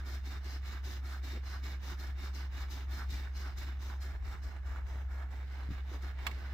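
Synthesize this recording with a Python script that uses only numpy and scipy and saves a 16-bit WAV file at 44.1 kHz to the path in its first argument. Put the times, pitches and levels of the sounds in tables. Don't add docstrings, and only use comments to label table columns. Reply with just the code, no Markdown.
import sys
import numpy as np
from scipy import signal
from scipy.fft import rfft, irfft, next_fast_len
from scipy.io import wavfile
from scipy.ndimage import uniform_filter1d

SR = 44100
rng = np.random.default_rng(int(sys.argv[2]) if len(sys.argv) > 2 else 0)


def persist_wave(psi):
    counts = np.round(np.clip(psi, -1, 1) * 32767).astype(np.int16)
    wavfile.write(sys.argv[1], SR, np.atleast_2d(counts).T)


N = 287973
TIME = np.arange(N) / SR
SIZE = next_fast_len(N + SR // 5)
FREQS = np.maximum(np.arange(SIZE // 2 + 1) * SR / SIZE, 1)
OPPOSITE = np.array([[1], [-1]])

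# frequency in Hz, relative strength in dB.
REFLECTIONS = [(60, -42), (130, -14.5), (300, -11.5), (700, -7.5), (1400, -8), (2000, -4), (2500, -3),
               (3200, 6), (3700, -8), (4200, 4), (5300, -8.5), (7500, 4), (15000, 1)]
# time in seconds, share from back edge (0) to front (1).
BRUSH_PLACE = [(0, 0.01), (3.2, 0), (4.0, 0.26), (4.6, 0.87), (5.3, 0.87), (5.7, 0.06), (6.53, 0.15)]


def from_db(db):
    return 10 ** (np.asarray(db) / 20)


def rms_one(x):
    return x / np.sqrt(np.mean(x ** 2) + 1e-20)


def bell(x, centre, width):
    return np.exp(-.5 * ((x - centre) / width) ** 2)


def at_times(points, s=TIME):
    return np.interp(s, *np.transpose(points))


def at_freqs(points):
    hz, value = np.transpose(points)
    return np.interp(np.log(FREQS), np.log(hz), value)


def filtered(x, gain):
    return irfft(rfft(x, SIZE) * gain, SIZE)[..., :N]


def shaped(x, spectrum):
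    return filtered(x, rms_one(from_db(at_freqs(spectrum))))


def struck(blows, modes, spread_db):
    s, blow_db = np.transpose(blows)
    chance_db = spread_db * rng.standard_normal((len(blows), len(modes)))
    out = np.zeros(N)
    for k, (hz, db, t60) in enumerate(modes):
        clicks = np.zeros(N) + 1e-18
        clicks[(s * SR).astype(int)] += from_db(blow_db + db + chance_db[:, k])
        decay, angle = from_db(-60 / (t60 * SR)), 2 * np.pi * hz / SR
        out += signal.lfilter([0, np.sin(angle)], [1, -2 * decay * np.cos(angle), decay ** 2], clicks)
    return out


def bursts(events, decay_s):
    starts = np.zeros(N) + 1e-18
    for s, db in events:
        starts[int(s * SR)] += from_db(db)
    return signal.lfilter([1], [1, -np.exp(-1 / (decay_s * SR))], starts) * rng.standard_normal(N)


def grains(per_s, spread_db):
    out = np.zeros(N)
    slips = np.flatnonzero(rng.random(N) < per_s / SR)
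    size, sign = rng.random((2, N))[:, slips]
    out[slips] = from_db(spread_db * np.minimum(-np.log(1 - size), 5)) * np.sign(sign - .5)
    return rms_one(out)


def stereo(mid, side, wet_db):
    wet = from_db(at_freqs(REFLECTIONS) + wet_db)
    apart = wet / np.sqrt(2 + wet ** 2)
    return irfft((mid + apart * side * OPPOSITE) / np.sqrt(1 + apart ** 2), SIZE)[:, :N]


def cabin(x, wet_db, t60=0.19):
    t = TIME[:SR // 5]
    echoes = rng.standard_normal(len(t)) * from_db(-60 * t / t60)
    echoes /= np.sqrt(np.sum(echoes ** 2))
    direct = rfft(x, SIZE)
    return stereo(direct, direct * rfft(echoes, SIZE), wet_db)


def diffuse(source, wet_db):
    return stereo(rfft(source(), SIZE), rfft(source(), SIZE), wet_db)


def at_microphone(x):
    # frequency in Hz, left minus right in dB.
    balance = [(100, 3.5), (150, 1), (250, -3), (500, 4.5), (750, -4.5), (1200, 2.5), (1800, -8),
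               (2700, -4.5), (3700, -1.5), (5000, 6), (6200, 11), (8000, 19.5), (9500, 8), (12500, 9.5),
               (14700, 1.5)]
    # centre and width in Hz, left and right in dB.
    resonances = [(920, 106, 2.5, -4), (1070, 87, -9.5, 3.5), (1380, 190, 0, 0), (1594, 33, -1.5, 3),
                  (2207, 52, 0, 4.5), (2470, 240, 0, -4), (2740, 67, -7, 3.5), (3270, 135, -0.5, -4),
                  (3620, 106, -0.5, -1), (4080, 57, 2, 2), (4520, 97, -7.5, -2), (5100, 340, 1.5, 0.5),
                  (5850, 120, -5, -5.5), (6500, 160, -0.5, -1), (6980, 170, -1.5, -4), (7540, 160, 0, 5)]
    # frequency in Hz, lead of the left side in radians.
    left_lead = [(300, 0.19), (690, 0.43), (950, -0.41), (1210, 1.06), (1550, 0.23), (1900, 0.77),
                 (2150, 1.4), (2450, 1.63), (2900, 2.35), (3620, -0.11), (4100, -0.96), (5200, -1.2),
                 (6300, -0.69), (7600, 1.58)]
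    db = at_freqs(balance) / 2 * OPPOSITE
    for hz, width, left_db, right_db in resonances:
        db += np.array([[left_db], [right_db]]) * bell(FREQS, hz, width)
    return filtered(x, from_db(db) * np.exp(1j * at_freqs(left_lead) / 2 * OPPOSITE))


def hum(hz, level_db, lag_turns, pan_db):
    turns = hz * TIME + rng.random() + np.array([[0], [lag_turns]])
    return from_db(level_db + pan_db / 2 * OPPOSITE) * np.sqrt(2) * np.sin(2 * np.pi * turns)


def cabin_air(level_db):
    # frequency in Hz, relative density in dB.
    spectrum = [(20, -3), (60, 14), (90, 10), (130, 2), (200, -4), (350, -19), (500, -28), (1500, -33),
                (3000, -42.5), (6000, -37.5), (9000, -57), (14500, -45)]
    return diffuse(lambda: from_db(level_db) * shaped(rng.standard_normal(N), spectrum), wet_db=11.5)


def seat_rumble(gain_db):
    # time in seconds, relative level in dB.
    rocking = [(0.2, -62), (2.06, -57), (2.1, -42), (2.24, -56.5), (3.09, -50), (4.08, -65), (4.15, -46.5),
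               (4.33, -45.5), (4.45, -50), (4.81, -47), (5.25, -58.5), (6.45, -54)]
    # frequency in Hz, relative density in dB.
    spectrum = [(15, -36), (30, -13), (40, -0.5), (50, 15), (57, 9), (68, 11.5), (85, -2.5), (110, -25),
                (200, -65)]
    return from_db(at_times(rocking) + gain_db) * shaped(rng.standard_normal(N), spectrum)


def armrest_bumps(soft_hz, gain_db):
    # start in seconds, relative level in dB.
    blows = [(3.125, -49), (4.065, -69), (4.955, -47), (5.688, -36.5), (5.7045, -31), (5.715, -35)]
    # frequency in Hz, relative level in dB, seconds to fall 60 dB.
    modes = [(115, -12, 0.037), (151, 4, 0.044), (205, -5.5, 0.066), (267, -6, 0.081), (324, -17, 0.021)]
    softening = signal.butter(4, soft_hz, fs=SR, output="sos")
    thud = signal.sosfilt(softening, struck(blows, modes, spread_db=-2.5))
    return from_db(gain_db) * cabin(thud, wet_db=0.0)


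def glove(rise_db_per_s, fall_db_per_s):
    # peak time in seconds, level in dB.
    grips = [(5.48, -59.5), (5.635, -62), (5.92, -65), (6.27, -52)]
    # frequency in Hz, relative density in dB.
    rubber = [(300, 4), (700, -3), (1200, -4), (2100, -2), (3000, -8), (4300, -7), (6000, -18.5),
              (9500, -34.5), (12000, -24), (15000, -27)]
    swell = np.zeros(N)
    for s, db in grips:
        below_peak_db = np.maximum(rise_db_per_s * (s - TIME), fall_db_per_s * (TIME - s))
        swell += from_db(db - below_peak_db.clip(max=80))
    return diffuse(lambda: shaped(swell * grains(per_s=2500, spread_db=3.0), rubber), wet_db=7.0)


def handle_knock(crack_db, ring_db, pan_db):
    # start in seconds, relative level in dB.
    contacts = [(6.2668, -26.5), (6.2680, -22), (6.2692, -51), (6.2722, -36), (6.2755, -40), (6.3095, -49),
                (6.314, -36)]
    # frequency in Hz, relative level in dB, seconds to fall 60 dB.
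    modes = [(864, -16, 0.15), (1117, -15.5, 0.21), (1570, -34, 0.03), (1970, -20, 0.0088),
             (2208, -3, 0.031), (2670, -5, 0.05), (2800, -25, .025), (3350, -13, 0.042),
             (3580, -17.5, 0.018), (4320, -10.5, 0.04), (4550, -20, 0.018), (5220, -18.5, 0.026)]
    # frequency in Hz, relative density in dB.
    spectrum = [(200, -28), (600, -37), (900, -0.5), (1500, 0.5), (2100, 6.5), (2800, 1.5), (4500, -8),
                (6000, -13), (8000, -13.5), (9500, -28), (11500, -14), (15000, -14)]
    crack = from_db(crack_db) * shaped(bursts(contacts, decay_s=0.0021), spectrum)
    ring = from_db(ring_db) * struck(contacts, modes, spread_db=4.0)
    return cabin(crack + ring, wet_db=3.5, t60=0.055) * from_db(pan_db / 2 * OPPOSITE)


def foam_smacks(band_hz, gain_db):
    # start in seconds, relative level in dB.
    smacks = [(.650, -47), (2.685, -46.5), (3.770, -55), (4.224, -56), (4.565, -46.5), (4.867, -51),
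              (5.307, -52), (6.188, -43.5)]
    band = signal.butter(2, band_hz, "band", fs=SR, output="sos")
    return cabin(signal.sosfilt(band, bursts(smacks, decay_s=0.0034)) * from_db(gain_db), wet_db=1.0)


def strokes(last_end_s=6.66):
    # start in seconds, relative force in dB.
    pulls_and_pushes = [(-.17, 2.5), (0.029, 0.5), (.213, -.5), (.41, 0), (.611, -0.5), (.814, 1.5),
                        (1.012, -.5), (1.207, 1), (1.415, 0), (1.609, 1), (1.788, 1), (1.968, 0.5),
                        (2.141, .5), (2.32, 1), (2.493, 0.5), (2.677, 1), (2.868, 1.5), (3.066, .5),
                        (3.312, 0), (3.546, 0), (3.772, 0), (3.98, -1), (4.205, 0), (4.399, -1.5),
                        (4.619, 0), (4.833, -.5), (5.068, -0.5), (5.28, -1), (5.471, -1.5), (5.682, -0.5),
                        (5.836, -1), (5.998, 1.5), (6.149, 1.5), (6.33, 0.5)]
    start, force_db = np.transpose(pulls_and_pushes)
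    return start, np.diff(start, append=last_end_s), force_db, np.arange(len(start)) % 2 == 1


def leather_drags(relative_width):
    # peak time and half length in seconds, centre in Hz, level in dB.
    snags = [(1.367, 0.023, 294, -53), (3.265, .011, 1290, -51.5), (4.937, .015, 338, -61),
             (5.943, 0.021, 324, -50)]
    groan_hz, groan_db, firm_front_db = 318, -62.5, -17
    squelch_hz, sag_hz_per_s, squelch_db, db_per_force_db = 1334, 59, -53.5, 2.5
    drags = list(snags)
    for start, length, force_db, push in zip(*strokes()):
        if push:
            db = groan_db + force_db + firm_front_db * at_times(BRUSH_PLACE, start)
            drags.append((start + 0.27 * length, 0.053 * length, groan_hz, db))
        else:
            db = squelch_db + db_per_force_db * force_db
            drags.append((start + 0.69 * length, 0.14 * length, squelch_hz - sag_hz_per_s * start, db))
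    out, slips = np.zeros(N), grains(per_s=4000, spread_db=4.0)
    for s, half_s, hz, db in drags:
        near = np.abs(TIME - s) < 5 * half_s
        edges_hz = [hz / (1 + relative_width), hz * (1 + relative_width)]
        band = signal.butter(2, edges_hz, "band", fs=SR, output="sos")
        swell = from_db(db) * bell(TIME[near], s, half_s)
        out[near] += swell * rms_one(signal.sosfilt(band, slips[near]))
    return cabin(out, wet_db=3.0)


def stroke_levels():
    # time in seconds, relative level in dB.
    foaminess = [(0, -57.5), (1.3, -57.5), (2.5, -59), (3.2, -57), (3.7, -58.5), (4.3, -62.5),
                 (4.85, -68.5), (5.55, -69), (6.05, -64.5), (6.45, -73.5)]
    # time in seconds, dB won early, lost late.
    push_lean = [(0.3, -1.5), (1.6, 1.2), (3.2, 4), (4.45, 5.5), (4.9, 1.7), (6.4, 3.5)]
    rub_db, push_rise_db, pull_rise_db = -55, -0.8, 1.7
    quick_pull_s, late_bite_db_per_s = 0.21, 147
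    start, length, force_db, push = strokes()
    middle = start + length / 2
    rub = rub_db + force_db
    rise = np.where(push, push_rise_db, pull_rise_db)
    hiss = at_times(foaminess, middle) + force_db
    pull_lean = 1.2 - late_bite_db_per_s * np.maximum(quick_pull_s - length, 0)
    lean = np.where(push, at_times(push_lean, middle), pull_lean)
    return rub - rise / 2, rub + rise / 2, hiss + lean, hiss - lean


def stroke_gain(early_db, late_db, turn_db, slow_db, flip, bite_pull, bite_push, ease, slow):
    starts, lengths, _, pushes = strokes()
    rest_db = (early_db + np.roll(late_db, 1)) / 2 + turn_db
    knots = []
    for k, push in enumerate(pushes):
        shares = np.array([0, flip, bite_push if push else bite_pull, ease, slow])
        levels = [rest_db[k], rest_db[k] + 1, early_db[k], late_db[k], late_db[k] + slow_db]
        knots += zip(starts[k] + shares * lengths[k], levels)
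    return from_db(at_times(knots))


def back_to_front(x):
    # centre and width in Hz, gain in dB.
    head_bands = [(2915, 40, 2.5), (3670, 72, 7.5), (4120, 65, 2), (5100, 86, 3.5), (5100, 98, -3.5),
                  (6460, 67, 5.5)]
    # frequency in Hz, gain in dB.
    hollow = [(200, -3.5), (380, 1.5), (600, 3.5), (1100, 0.5), (1700, 1), (2400, -2.5), (3700, -2.5),
              (4800, -2.5), (7500, 4), (10000, 0), (13000, 0), (15500, -1)]
    head_db = sum(db * bell(FREQS, hz, width) for hz, width, db in head_bands)
    back, front = filtered(x, from_db(head_db)), filtered(x, from_db(at_freqs(hollow)))
    forward = at_times(BRUSH_PLACE)
    return (1 - forward) * back + forward * front


def wandering(x, depth_db, width_hz, from_hz, spots=5):
    starts = strokes()[0]
    spot = np.searchsorted(starts, TIME) % spots
    grid = np.arange(0, SR / 2, width_hz)
    depth = depth_db * FREQS ** 2 / (FREQS ** 2 + from_hz ** 2)
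    out = np.zeros_like(x)
    for k in range(spots):
        here = uniform_filter1d((spot == k) * 1.0, size=SR // 100)
        ripple_db = depth * np.interp(FREQS, grid, rng.standard_normal(len(grid)))
        out += filtered(x * here, from_db(ripple_db))
    return out


def brush():
    # frequency in Hz, relative density in dB.
    rubbed_leather = [(100, -18), (220, -3.5), (360, -3), (520, -6.5), (750, 0), (1100, 0), (1600, 0),
                      (2150, -1.5), (2600, -6.5), (4000, -13.5), (6000, -26), (9000, -42), (16000, -24.5)]
    hissing_bristles = [(300, -42), (1200, 3.5), (2100, 5), (2600, 4), (4000, 2), (5400, 1), (6500, -12.5),
                        (8000, -16), (9200, -26.5), (12000, -18.5), (14700, -10.5), (15800, -24)]
    crushed_foam = [(2000, -42), (4000, 12), (5400, 10.5), (6500, 2.5), (8000, -5.5), (9200, -13.5),
                    (10800, -5.5), (12000, -1), (13400, -2), (14700, 4.5), (15800, -8.5)]
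    shaken_padding = [(80, -3), (160, -2), (200, 1.5), (240, -8.5), (280, 5.5), (315, -7), (350, 3.5),
                      (430, -15.5), (600, -49), (2000, -51)]
    # flutter rate in Hz, relative strength in dB.
    catching = [(5, -61), (16, 10), (35, -3.5), (100, -43), (400, -90)]
    rub_early, rub_late, hiss_early, hiss_late = stroke_levels()
    rub = stroke_gain(rub_early, rub_late, turn_db=-8.5, slow_db=-4,
                      flip=0.035, bite_pull=0.26, bite_push=0.29, ease=0.82, slow=0.83)
    hiss = stroke_gain(hiss_early, hiss_late, turn_db=-17, slow_db=-6.5,
                       flip=0.09, bite_pull=0.24, bite_push=0.18, ease=0.72, slow=0.88)
    crush_db = 0.22 * (hiss_early - hiss_late)
    fizz = stroke_gain(hiss_early + crush_db, hiss_late - crush_db - 1.0, turn_db=-17, slow_db=-2.5,
                       flip=0.068, bite_pull=0.24, bite_push=0.18, ease=0.66, slow=0.67)
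    flutter = from_db(0.72 * rms_one(shaped(rng.standard_normal(N), catching)))

    def friction():
        leather = shaped(rub * grains(per_s=3000, spread_db=0.5), rubbed_leather)
        bristles = shaped(hiss * grains(per_s=7000, spread_db=2.0), hissing_bristles)
        foam = shaped(fizz * grains(per_s=5500, spread_db=2.2), crushed_foam)
        padding = shaped(np.sqrt(rub * hiss) * grains(per_s=900, spread_db=3.5), shaken_padding)
        return flutter * (from_db(0.5) * leather + from_db(-1) * bristles + from_db(-3) * (foam + padding))

    scrub = back_to_front(diffuse(friction, wet_db=4.5))
    return wandering(scrub, depth_db=3.5, width_hz=85, from_hz=1400)


def scene():
    scrub = brush() + leather_drags(relative_width=0.33) + foam_smacks(band_hz=(700, 2600), gain_db=8.5)
    knock = handle_knock(crack_db=-6.0, ring_db=-8.0, pan_db=-3.0)
    rustle = glove(rise_db_per_s=183, fall_db_per_s=49)
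    bumps = armrest_bumps(soft_hz=397, gain_db=-3.5)
    background = cabin_air(level_db=-53.5) + seat_rumble(gain_db=3.0)
    inside = at_microphone(background + bumps + rustle + knock + scrub)
    return inside + hum(hz=66.75, level_db=-39.5, lag_turns=0.017, pan_db=-0.8)


def record(dry):
    cutoff_hz = 15750
    return signal.sosfilt(signal.ellip(12, .1, 80, cutoff_hz, fs=SR, output="sos"), dry)


dry = scene()
out = record(dry)
persist_wave(out)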